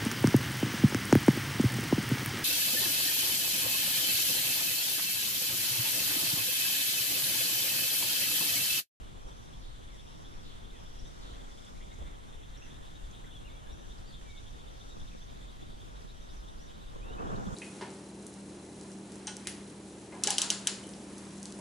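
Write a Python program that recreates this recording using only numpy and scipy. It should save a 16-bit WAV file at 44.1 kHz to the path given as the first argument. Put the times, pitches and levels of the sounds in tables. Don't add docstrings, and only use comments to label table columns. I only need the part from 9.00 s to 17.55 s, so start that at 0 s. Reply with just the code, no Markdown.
import sys
import numpy as np
from scipy import signal
from scipy.io import wavfile
from scipy.ndimage import uniform_filter1d

SR = 44100
rng = np.random.default_rng(int(sys.argv[2]) if len(sys.argv) > 2 else 0)


def to_linear_factor(level_db):
    exponent = np.asarray(level_db, float) / 20
    return 10 ** exponent


def generate_wav(signal):
    frames = np.transpose(np.atleast_2d(signal))
    scaled = np.clip(frames, -1, 1) * 32767
    pcm = np.round(scaled).astype(np.int16)
    wavfile.write(sys.argv[1], SR, pcm)


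N = 376922

# f/Hz, density/dB
RUMBLE_SPECTRUM = [(3.5, 2), (6, -5.5), (25, 4), (33, -1), (41, 1), (49, 0), (57, -6.5), (75, -11),
                   (110, -28.5), (140, -48), (240, -120)]
# t/s, peak level/dB
GUSTS = [(0.01, -38), (.26, -47.5), (.69, -49), (1.05, -49), (1.35, -45), (1.7, -53), (2.05, -53),
         (2.5, -63), (2.78, -49), (3.0, -41.5), (3.045, -36), (3.38, -44), (4.04, -46.5), (4.55, -54),
         (4.72, -43), (4.88, -44), (6.04, -41), (6.72, -53), (6.97, -57), (7.43, -52), (7.84, -62),
         (8.05, -51), (8.18, -45), (8.28, -45), (8.38, -43), (8.47, -55)]
# f/Hz, density/dB
AIR_SPECTRUM = [(41, -28), (70, -2.5), (96, -3.5), (494, -21), (592, -23), (1360, -27), (2490, -29),
                (3570, -23), (4090, -29.5), (4570, -35), (6130, -32.5), (10000, -38), (12600, -47),
                (15000, -53)]
# f/Hz, level/dB
PORT_SIDE = [(60, -8.5), (92, 1), (140, 2.5), (210, 2.5), (330, 4), (500, 6.5), (760, 10.5), (1160, 8),
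             (1760, 5), (2690, -2), (4110, -7.5), (6270, 1), (9570, -0.5), (14600, 0.5)]
# f/Hz, level/dB
PORT_BALANCE = [(60, 0.5), (110, 0), (200, -1.5), (370, 0.5), (690, -0.3), (1270, 0), (2340, -0.8),
                (4310, 3.5), (7930, -3.5), (14600, -0.5)]
# t/s, peak level/dB
LEAF_BREATHS = [(.4, -74), (1.2, -85), (2.0, -76), (2.3, -67.5), (2.65, -69), (3.0, -71), (3.65, -73),
                (4.05, -71), (4.85, -79), (5.3, -70), (6.0, -74), (7.4, -78)]
# t/s, level/dB
CHOIR_LEVEL = [(0, -74), (1.2, -77), (2.3, -71), (3.1, -78), (3.5, -90), (3.9, -74), (4.45, -92),
               (4.9, -74), (6, -70), (7, -73), (8, -73), (8.55, -71)]
# t/s, level/dB, f/Hz
FROG_CHORUS = [(1.9, -84, 2050), (2.2, -76, 1962), (2.5, -73.5, 2070), (2.85, -75.5, 2230),
               (3.1, -78, 2060), (3.4, -79, 2030), (3.7, -68, 1810), (4.25, -86, 1610), (4.85, -74, 1690),
               (5.1, -83, 1890)]
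# t/s, level/dB, f/Hz
SNAPS = [(2.29, -55, 1343), (4.243, -54, 1900), (2.7, -54, 460), (3.015, -46, 560), (3.045, -63, 660),
         (2.65, -58, 7780), (4.98, -57, 4900), (5.125, -61, 4300), (5.15, -65, 4100), (5.21, -59, 1900),
         (2.94, -58, 6600), (3.128, -66, 1980), (4.11, -58, 6300), (5.89, -60, 7395), (6, -59, 5200),
         (7.02, -58, 4890), (8.36, -55, 4300), (7.957, -53.5, 1000), (7.957, -49, 500), (3.2, -55, 500),
         (3.03, -55, 420)]
# t/s, level/dB, ring f/Hz, decay time T60/s
TICKS = [(5.966, -37, 480, .035), (6.148, -37, 520, .03), (6.624, -38, 330, .07), (7.045, -38, 170, .06),
         (4.782, -46, 150, .08), (7.957, -38, 440, .05), (7.964, -39, 150, .08), (8.2, -40, 150, .08),
         (8.325, -34, 160, .12), (8.42, -36, 200, .1), (8.462, -33, 165, .1), (8.525, -36, 160, .1)]
# t/s, level/dB, ring f/Hz
SLIPS = [(8.105, -49, 450), (8.2, -44, 460), (8.29, -49, 750), (8.298, -44, 450), (8.325, -41, 190),
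         (8.37, -38.5, 200), (8.25, -46, 200), (8.305, -52, 1080), (8.418, -48, 760), (8.47, -39, 115),
         (8.33, -43, 105), (8.425, -44, 200), (8.468, -33.5, 190), (8.51, -47, 450)]
# f/Hz, density/dB
CLOTH_SPECTRUM = [(150, -5), (260, -1), (297, -7), (461, -3), (633, -10), (754, -10), (934, -12.5),
                  (1730, -18.5), (2010, -27), (3000, -24), (3900, -71), (6600, -120)]
# f/Hz, level/dB
CLOTH_SIDE = [(60, -7), (130, 3), (290, 4.5), (630, 6.5), (1390, 14), (1560, 10), (1750, 0), (3040, -3),
              (6660, 2), (14600, 0)]
# t/s, peak level/dB
NUDGES = [(.32, -69), (1.4, -70.5), (2.25, -70), (2.36, -68), (2.55, -72), (3.03, -65.5), (3.68, -79),
          (4.8, -68), (6.0, -70), (7.0, -69)]
# t/s, pressure level/dB
STROKE = [(7.85, -80), (8.0, -65), (8.06, -58), (8.11, -53), (8.155, -57), (8.19, -48.5), (8.24, -47.5),
          (8.34, -48.5), (8.43, -50), (8.5, -53), (8.55, -50)]
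# t/s, length/s, start f/Hz, end
# f/Hz, level/dB
SLIDES = [(3.615, .02, 2480, 2940, -56), (3.632, .016, 2880, 2660, -57), (3.644, .022, 2700, 2640, -61),
          (4.32, .011, 2550, 3050, -60), (4.329, .009, 3200, 2900, -62), (4.335, .013, 2850, 3350, -60),
          (6.203, .036, 3280, 3720, -62), (3.945, .03, 3620, 3800, -64), (5.125, .04, 4300, 3700, -70),
          (5.165, .04, 3250, 3100, -67), (6.292, .025, 3500, 2900, -66), (5.78, .1, 5840, 5830, -74),
          (5.884, .075, 3830, 3640, -62), (6.108, .018, 2250, 2830, -65), (6.124, .028, 2720, 2050, -64),
          (4.66, .03, 1700, 1620, -65), (7.086, .05, 3800, 4525, -70), (7.598, .04, 5600, 5980, -65),
          (7.198, .036, 6300, 5680, -68), (8.172, .036, 2480, 2720, -61), (6.66, .15, 4520, 4480, -77),
          (6.51, .05, 3250, 3150, -70), (7.13, .07, 3230, 3330, -69), (8.215, .03, 2640, 2570, -74)]
# t/s, length/s, foot f/Hz, top f/Hz,
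# level/dB
ARCHES = [
    (5.054, .08, 3950, 4700, -66),
    (5.125, .043, 3270, 3620, -62),
    (3.82, .038, 3280, 3480, -63),
]
# t/s, length/s, start f/Hz, end f/Hz, level/dB
SLIDES_RIGHT = [(.9, .09, 2330, 1680, -69), (1.71, .095, 2230, 1620, -69), (1.74, .04, 2580, 2520, -72),
                (5.75, .05, 5550, 4600, -73), (5.945, .035, 2980, 2300, -71), (6.21, .04, 6200, 6130, -69),
                (6.165, .045, 5450, 4300, -73), (6.285, .03, 2900, 2200, -72), (6.77, .05, 2950, 3350, -69),
                (7.946, .05, 6590, 6590, -74)]
# t/s from its start, length/s, start f/Hz, end f/Hz, level/dB
CHIP = [
    (0, .024, 5300, 5850, -61),
    (.052, .06, 6280, 5750, -68.5),
]
# t/s, added level/dB, left minus right/dB
CHIP_TIMES = [(.272, -4, .8), (1.986, 2, .8), (3.568, 0, -3.5), (4.718, -3, .8)]
# t/s from its start, length/s, start f/Hz, end f/Hz, level/dB
WARBLE = [
    (0, .042, 4250, 6000, -68),
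    (.033, .03, 5880, 5990, -69),
    (.072, .028, 6650, 5050, -66),
    (.102, .035, 5070, 4980, -72),
]
# t/s, added level/dB, left minus right/dB
WARBLE_TIMES = [
    (7.283, -1, -7.5),
    (7.578, -1, -7.5),
]
# t/s, f/Hz, level/dB
WHISTLES = [
    [(8.015, 2417, -75), (8.025, 2461, -63), (8.055, 2686, -65), (8.081, 2701, -65), (8.115, 2850, -65),
     (8.139, 3091, -65), (8.15, 3010, -63), (8.16, 2940, -73)],
    [(5.25, 2370, -74), (5.274, 2330, -65), (5.298, 2276, -63), (5.335, 2250, -65), (5.355, 2210, -71),
     (5.375, 2190, -67), (5.396, 2165, -71), (5.41, 2150, -81)],
    [(4.442, 2640, -72), (4.455, 2800, -60), (4.47, 2850, -59), (4.49, 2250, -69), (4.505, 2150, -69),
     (4.535, 2280, -71), (4.58, 2330, -75), (4.59, 2330, -82)],
    [(4.343, 3400, -68), (4.352, 3420, -56), (4.368, 3390, -53), (4.38, 3270, -59), (4.387, 3240, -74)],
]
# start t/s, length/s, level/dB, abdomen resonance f/Hz, drop at the end (0 to 1)
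SWINGS = [
    (0.202, 0.4, -72.5, 5620, 0.88),
    (0.923, 0.5, -70.5, 5530, 0.99),
    (1.776, 0.42, -69.5, 5530, 0.99),
    (2.503, 0.19, -69, 5350, 0),
    (3.602, 0.056, -69, 5700, 0),
    (4.717, 0.21, -71, 5970, 0.07),
    (5.208, .3, -72, 5920, 0),
    (5.706, 0.51, -70.5, 5800, 0.02),
    (6.802, 0.82, -74, 5680, 0),
    (8.2, 0.46, -73, 5620, 0.06),
]
# centre t/s, level/dB, f/Hz
LOW_CHIRPS = [(0.014, -77, 3470), (0.096, -62, 3450), (0.166, -64, 3440), (0.267, -66, 3220),
              (0.319, -62, 3420), (0.547, -61, 3400), (0.762, -62, 3480), (0.828, -61, 3360),
              (0.886, -62, 3400), (0.996, -56.5, 3450), (1.076, -63, 3450), (1.261, -54, 3480),
              (1.389, -65, 3450), (1.525, -59, 3400), (1.646, -61, 3416), (1.772, -60, 3400),
              (1.999, -60.5, 3370), (2.351, -62, 3204), (2.415, -61, 3450), (2.518, -62, 3470),
              (2.632, -62, 3430), (2.828, -61.5, 3380), (3.021, -61.5, 3440), (3.069, -60.5, 3480),
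              (3.229, -76, 3440), (3.438, -58, 3460), (3.496, -79, 3420), (3.87, -61, 3700),
              (4.045, -62, 3470), (4.57, -63.0, 3450), (4.849, -66, 3270), (5.023, -75, 3280),
              (6.817, -60.5, 3480), (6.864, -71, 3370), (7.178, -65, 3260), (7.439, -65, 3270),
              (7.595, -79, 3440), (7.613, -74, 2980), (7.996, -66, 3200), (8.289, -57.5, 3440),
              (8.359, -67, 3160), (8.469, -60, 3440), (8.539, -62, 3410)]
# centre t/s, level/dB, f/Hz
HIGH_CHIRPS = [(0.649, -62, 3610), (0.932, -67, 3540), (1.131, -61, 3530), (1.159, -64, 3500),
               (1.325, -63, 3560), (1.455, -62, 3650), (1.702, -66, 3710), (1.868, -59, 3490),
               (2.065, -58, 3620), (2.261, -63, 3700), (2.305, -61, 3620), (2.584, -60, 3450),
               (2.676, -58, 3430), (2.913, -59, 3610), (2.965, -65, 3550), (3.109, -65, 3500),
               (3.34, -60, 3580), (3.552, -58, 3600), (3.71, -57, 3520), (3.761, -59, 3630),
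               (3.917, -65, 3530), (3.961, -60, 3730), (4.147, -56.5, 3580), (4.18, -61, 3720),
               (4.276, -60, 3500), (4.512, -60, 3550), (4.711, -55.5, 3660), (4.801, -62, 3670),
               (4.913, -55.5, 3550), (5.082, -66, 3640), (5.312, -60, 3760), (5.38, -54, 3620),
               (5.476, -57, 3480), (5.599, -60, 3550), (5.683, -60, 3730), (5.813, -55.5, 3600),
               (6.014, -56, 3540), (6.082, -59, 3700), (6.222, -62, 3540), (6.292, -60, 3700),
               (6.34, -71, 3610), (6.427, -57.5, 3540), (6.491, -59, 3610), (6.621, -56.5, 3530),
               (6.713, -59.0, 3680), (6.91, -66, 3800), (6.968, -61, 3790), (7.098, -57, 3790),
               (7.222, -61.5, 3660), (7.299, -60, 3680), (7.487, -58, 3630), (7.689, -58, 3680),
               (7.75, -61, 3790), (7.82, -60, 3750), (7.882, -60, 3610), (8.088, -60, 3640),
               (8.138, -60, 3790), (8.361, -61, 3750), (8.419, -66, 3700)]
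# centre t/s, level/dB, f/Hz
OTHER_CHIRPS = [(4.318, -56.5, 3500), (4.393, -71, 3600), (5.147, -54, 3510), (5.915, -57, 3770),
                (2.345, -65, 1900), (2.82, -63, 2150), (2.925, -63, 2180), (3.04, -67, 2020),
                (3.075, -64.5, 2150), (3.13, -74, 1980), (4.28, -63, 1513), (7.71, -62, 3204)]


def evened(x):
    return x / np.sqrt(np.mean(x ** 2) + 1e-20)


def read(points, hz):
    f, value = np.transpose(points)
    return np.interp(np.log(hz + 1), np.log(f + 1), value)


def curve(rows):
    s, *columns = np.transpose(rows)
    return [np.interp(np.arange(N) / SR, s, c) for c in columns]


def bumps(rows, width):
    t = np.linspace(0, N / SR, num=2000)
    swell = sum(to_linear_factor(db) * np.exp(-((t - s) / width) ** 2) for s, db in rows)
    return np.interp(np.arange(N) / SR, t, swell)


def add(mix, s, sound):
    part = mix[..., max(round(s * SR), 0):][..., :sound.shape[-1]]
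    part += sound[..., :part.shape[-1]]


def resonate(x, hz, width):
    turn = np.exp(2j * np.pi * np.cumsum(hz * np.ones(x.shape[-1])) / SR)
    r = np.exp(-np.pi * width / SR)
    smooth = signal.lfilter([(1 - r) ** 2], [1, -2 * r, r * r], x / turn + 1e-18)
    return 2 * (turn * smooth).real


def clicks(rate, jitter, uneven):
    wobble = evened(uniform_filter1d(rng.standard_normal(N), 300))
    turns = np.floor(np.cumsum(rate * (1 + jitter * wobble)) / SR)
    return np.diff(turns, prepend=0) * (1 + uneven * rng.standard_normal(N))


def port_noise(spectrum, side, size, patchy_db, flicker_db):
    frames, hz = 4 * N // size + 6, np.fft.rfftfreq(size, 1 / SR)
    a, b, c, d, patches = rng.standard_normal((frames, len(hz), 5)).T
    patches = evened(uniform_filter1d(uniform_filter1d(patches, 12, 0), 12, 1))
    flicker = evened(uniform_filter1d(rng.standard_normal(frames), 6))
    level = to_linear_factor(read(spectrum, hz)[:, None] + patchy_db * patches + flicker_db * flicker)
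    total = (a + 1j * b) * level
    difference = (c + 1j * d) * level * to_linear_factor(read(side, hz))[:, None]
    lean = to_linear_factor(read(PORT_BALANCE, hz) / 2)[:, None]
    z = np.array([(total + difference) * lean, (total - difference) / lean])
    pair = signal.istft(z, nperseg=size, noverlap=3 * size // 4)[1][:, :N]
    return pair / np.sqrt(np.mean(pair.mean(0) ** 2))


def shore(x, t60, wet_db):
    t = np.arange(SR // 2) / SR
    signs = rng.choice([-1., 1.], (2, len(t)))
    sparse = rng.random((2, len(t))) < .05
    taps = signs * sparse * to_linear_factor(-60 * t / t60) * (t > .004)
    echo = signal.fftconvolve(np.atleast_2d(x), taps / np.linalg.norm(taps[0]), axes=1)[:, :N]
    return x + to_linear_factor(wet_db) * echo


def rumble():
    swell = to_linear_factor(-48.5) + bumps(GUSTS, .035)
    return swell * port_noise(RUMBLE_SPECTRUM, PORT_SIDE, size=8192, patchy_db=-1.13, flicker_db=-1.0)


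def air():
    return to_linear_factor(-55) * port_noise(AIR_SPECTRUM, PORT_SIDE, size=1024, patchy_db=1.17, flicker_db=0.65)


def leaves():
    return bumps(LEAF_BREATHS, .2) * evened(resonate(rng.standard_normal((2, N)), 6600, 3200))


def choir():
    return to_linear_factor(curve(CHOIR_LEVEL)[0]) * evened(resonate(rng.standard_normal((2, N)), 4620, 1300))


def frogs():
    db, hz = curve(FROG_CHORUS)
    croaks = uniform_filter1d(clicks(70, 0.37, 0.28), size=700) * rng.standard_normal(N)
    return shore(to_linear_factor(db) * evened(resonate(croaks, hz, 540)), 0.17, 1)


def snaps():
    out, t = np.zeros((2, N)), np.arange(1500) / SR
    for s, db, hz in SNAPS:
        puff = evened(resonate(rng.standard_normal((2, len(t))), hz, .25 * hz))
        add(out, s, to_linear_factor(db - 60 * t / .05) * puff)
    return out


def ticks():
    out, t = np.zeros((2, N)), np.arange(4000) / SR
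    for s, db, hz, t60 in TICKS:
        low_knock = hz < 250
        ring = np.sin(2 * np.pi * hz * t)
        ring += .7 * np.sin(2 * np.pi * 2.3 * hz * t) * to_linear_factor(-40 * t / t60)
        ring += .8 * np.sin(2 * np.pi * .4 * hz * t) * to_linear_factor(30 * t / t60) * (hz > 250)
        ports = np.array([[1.], [-.9 * to_linear_factor(4.5 * low_knock)]])
        add(out, s, ports * to_linear_factor(db - 60 * t / t60) * ring * np.minimum(t / 0.0017, 1))
    return out


def slips():
    out, t = np.zeros(N), np.arange(2200) / SR
    for s, db, hz in SLIPS:
        drift = 1 + .04 * evened(uniform_filter1d(rng.standard_normal(len(t)), size=300))
        ring = 2 * np.sin(2 * np.pi * np.cumsum(hz * drift) / SR)
        add(out, s, to_linear_factor(db - 60 * t / .09) * np.minimum(t / .008, 1) * ring)
    return out * to_linear_factor(np.array([[-1.0], [1.0]]))


def cloth():
    stroke, nudges = to_linear_factor(curve(STROKE)[0]), bumps(NUDGES, .087)
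    to_go = 8.482 - np.arange(N) / SR
    grain = port_noise(CLOTH_SPECTRUM, CLOTH_SIDE, size=512, patchy_db=1.5, flicker_db=1.5)
    rub = (to_linear_factor(-69) + nudges + stroke) * grain
    left, other = evened(resonate(rng.standard_normal((2, N)), 133, 140))
    shaking = to_linear_factor(-7.0) * nudges + stroke * to_linear_factor(7 - 21.5 * to_go)
    shake = shaking * np.array([left, to_linear_factor(4.5) * (0.77 * other - 0.56 * left)])
    hiss = evened(resonate(rng.standard_normal((2, N)), 6600, 3200))
    swish = stroke * to_linear_factor(-9.5 - 53 * to_go) * hiss
    hum = stroke * to_linear_factor(-9.0) * evened(resonate(rng.standard_normal(N), 467, 50)) * np.array([[1.], [.3]])
    for hz, db in ((194, -11.0), (746, -24.0)):
        hum += stroke * to_linear_factor(db) * evened(resonate(rng.standard_normal(N), hz, 39))
    return rub + shake + swish + hum


def bird_notes():
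    notes = [(*row, .8, 0) for row in SLIDES]
    notes += [(*row, .8, 1) for row in ARCHES]
    notes += [(*row, -5, 0) for row in SLIDES_RIGHT]
    for phrase, times in ((CHIP, CHIP_TIMES), (WARBLE, WARBLE_TIMES)):
        for at, more_db, lean_db in times:
            notes += [(at + s, length, a, b, db + more_db, lean_db, 0) for s, length, a, b, db in phrase]
    return notes


def birds():
    out = np.zeros((2, N))
    for s, length, from_hz, to_hz, db, lean_db, arched in bird_notes():
        u = np.arange(round(length * SR)) / (length * SR)
        raspy = from_hz > 5000 and length < .025
        rasp = raspy * evened(uniform_filter1d(rng.standard_normal(len(u)), 40))
        path = np.sin(np.pi * u ** .7) if arched else u
        hz = (from_hz + (to_hz - from_hz) * path) * (1 + rasp / 36)
        waver = 1 + .18 * evened(uniform_filter1d(np.resize(rng.standard_normal(4000), len(hz)), 150))
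        edges = signal.windows.tukey(len(hz), min(500 / len(hz), 1)) * to_linear_factor(-7 * (2 * u - 1) ** 2)
        note = np.sqrt(2) * np.sin(2 * np.pi * np.cumsum(hz) / SR) * waver * edges
        add(out, s, to_linear_factor(db + np.array([[lean_db / 2], [-lean_db / 2]])) * note)
    for rows in WHISTLES:
        s, hz, db = np.transpose(rows)
        t = np.arange(s[0], s[-1], 1 / SR)
        path = uniform_filter1d(np.interp(t, s, hz), size=200, mode="nearest")
        flutter, drift = evened(uniform_filter1d(rng.standard_normal((2, len(t))), size=180))
        tone = np.sin(2 * np.pi * np.cumsum(path * (1 + .004 * drift)) / SR)
        add(out, s[0], np.sqrt(2) * to_linear_factor(np.interp(t, s, db) + 1.0) * (1 + .28 * flutter) * tone)
    return shore(out, .32, -7)


def cicada():
    buzz_rate, drop_rate = 148, 270
    drop_s, edge_s = .13, .06
    rows = []
    for s, length, db, hz, drop in SWINGS:
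        end, low_hz = s + length, hz + drop * (3610 - hz)
        sag_hz = low_hz - drop * 300
        rate = buzz_rate + drop * (drop_rate - buzz_rate)
        rows += [(s - edge_s, db - 18, hz, buzz_rate),
                 (s, db, hz, buzz_rate),
                 (end, db, hz, buzz_rate),
                 (end + .03 * drop, db + drop * 8, low_hz, rate),
                 (end + drop * drop_s, db + drop * 8 / 2, sag_hz, rate),
                 (end + drop * drop_s + edge_s, db - 15, sag_hz, rate)]
    db, hz, rate = curve(rows)
    drive = evened(clicks(rate, .008, .15)) + .35 * rng.standard_normal(N)
    buzz = to_linear_factor(db) * evened(resonate(drive, hz, 1200))
    ports = np.array([buzz, np.roll(buzz, shift=4)])
    return shore(ports, 0.65, 1)


def sing(train, rows, width):
    out, t = np.zeros(N), np.arange(2200) / SR
    for s, db, hz in rows:
        start = max(s - t[-1] / 2, 0)
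        run = np.resize(train[round(start * SR):][:len(t)], len(t))
        voice = resonate(run, hz + 7000 * (t - t[-1] / 2), width)
        add(out, start, to_linear_factor(db) * evened(voice) * np.hanning(len(t)) ** 0.61)
    return out


def chorus():
    near_clicks, far_clicks = clicks(265, .12, 0.27), clicks(230, .1, 0.57)
    times = np.linspace(0, 8.5, num=220) + rng.uniform(0, .035, 220)
    sizes, tunes = rng.standard_normal((2, 220))
    crowd = [(s, -72 - 3.2 * max(s - 6.4, 0) + 1.6 * size, 3540 + 190 * tune)
             for s, size, tune in zip(times, sizes, tunes)]
    chirps = [(s, db - 3, hz) for s, db, hz in [*LOW_CHIRPS, *HIGH_CHIRPS, *OTHER_CHIRPS]]
    near = sing(near_clicks, chirps, 400) * to_linear_factor(np.array([[3.2], [.8]]))
    far = sing(far_clicks, crowd, 470) * to_linear_factor(np.array([[1.2], [-1.2]]))
    pair = shore(near, 0.28, -6.0) + to_linear_factor(2.5) * shore(far, 0.53, -0.5)
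    top = signal.butter(N=6, Wn=3980, fs=SR, output="sos")
    return signal.sosfilt(top, pair)


def scene():
    background = rumble() + air() + leaves() + choir() + frogs()
    handling = snaps() + ticks() + slips() + cloth()
    return background + handling + birds() + cicada() + chorus()


def low_pass(x):
    return signal.sosfilt(signal.butter(12, 15200, fs=SR, output="sos"), x)


def record(dry):
    whine = to_linear_factor(-88) * np.sin(2 * np.pi * 6000 * np.arange(N) / SR)
    limit = signal.firwin(255, 15060, window=("kaiser", 5), fs=SR)[None]
    mix = signal.oaconvolve(dry + whine, limit, "same")
    return low_pass(mix)


dry = scene()
out = record(dry)
generate_wav(out)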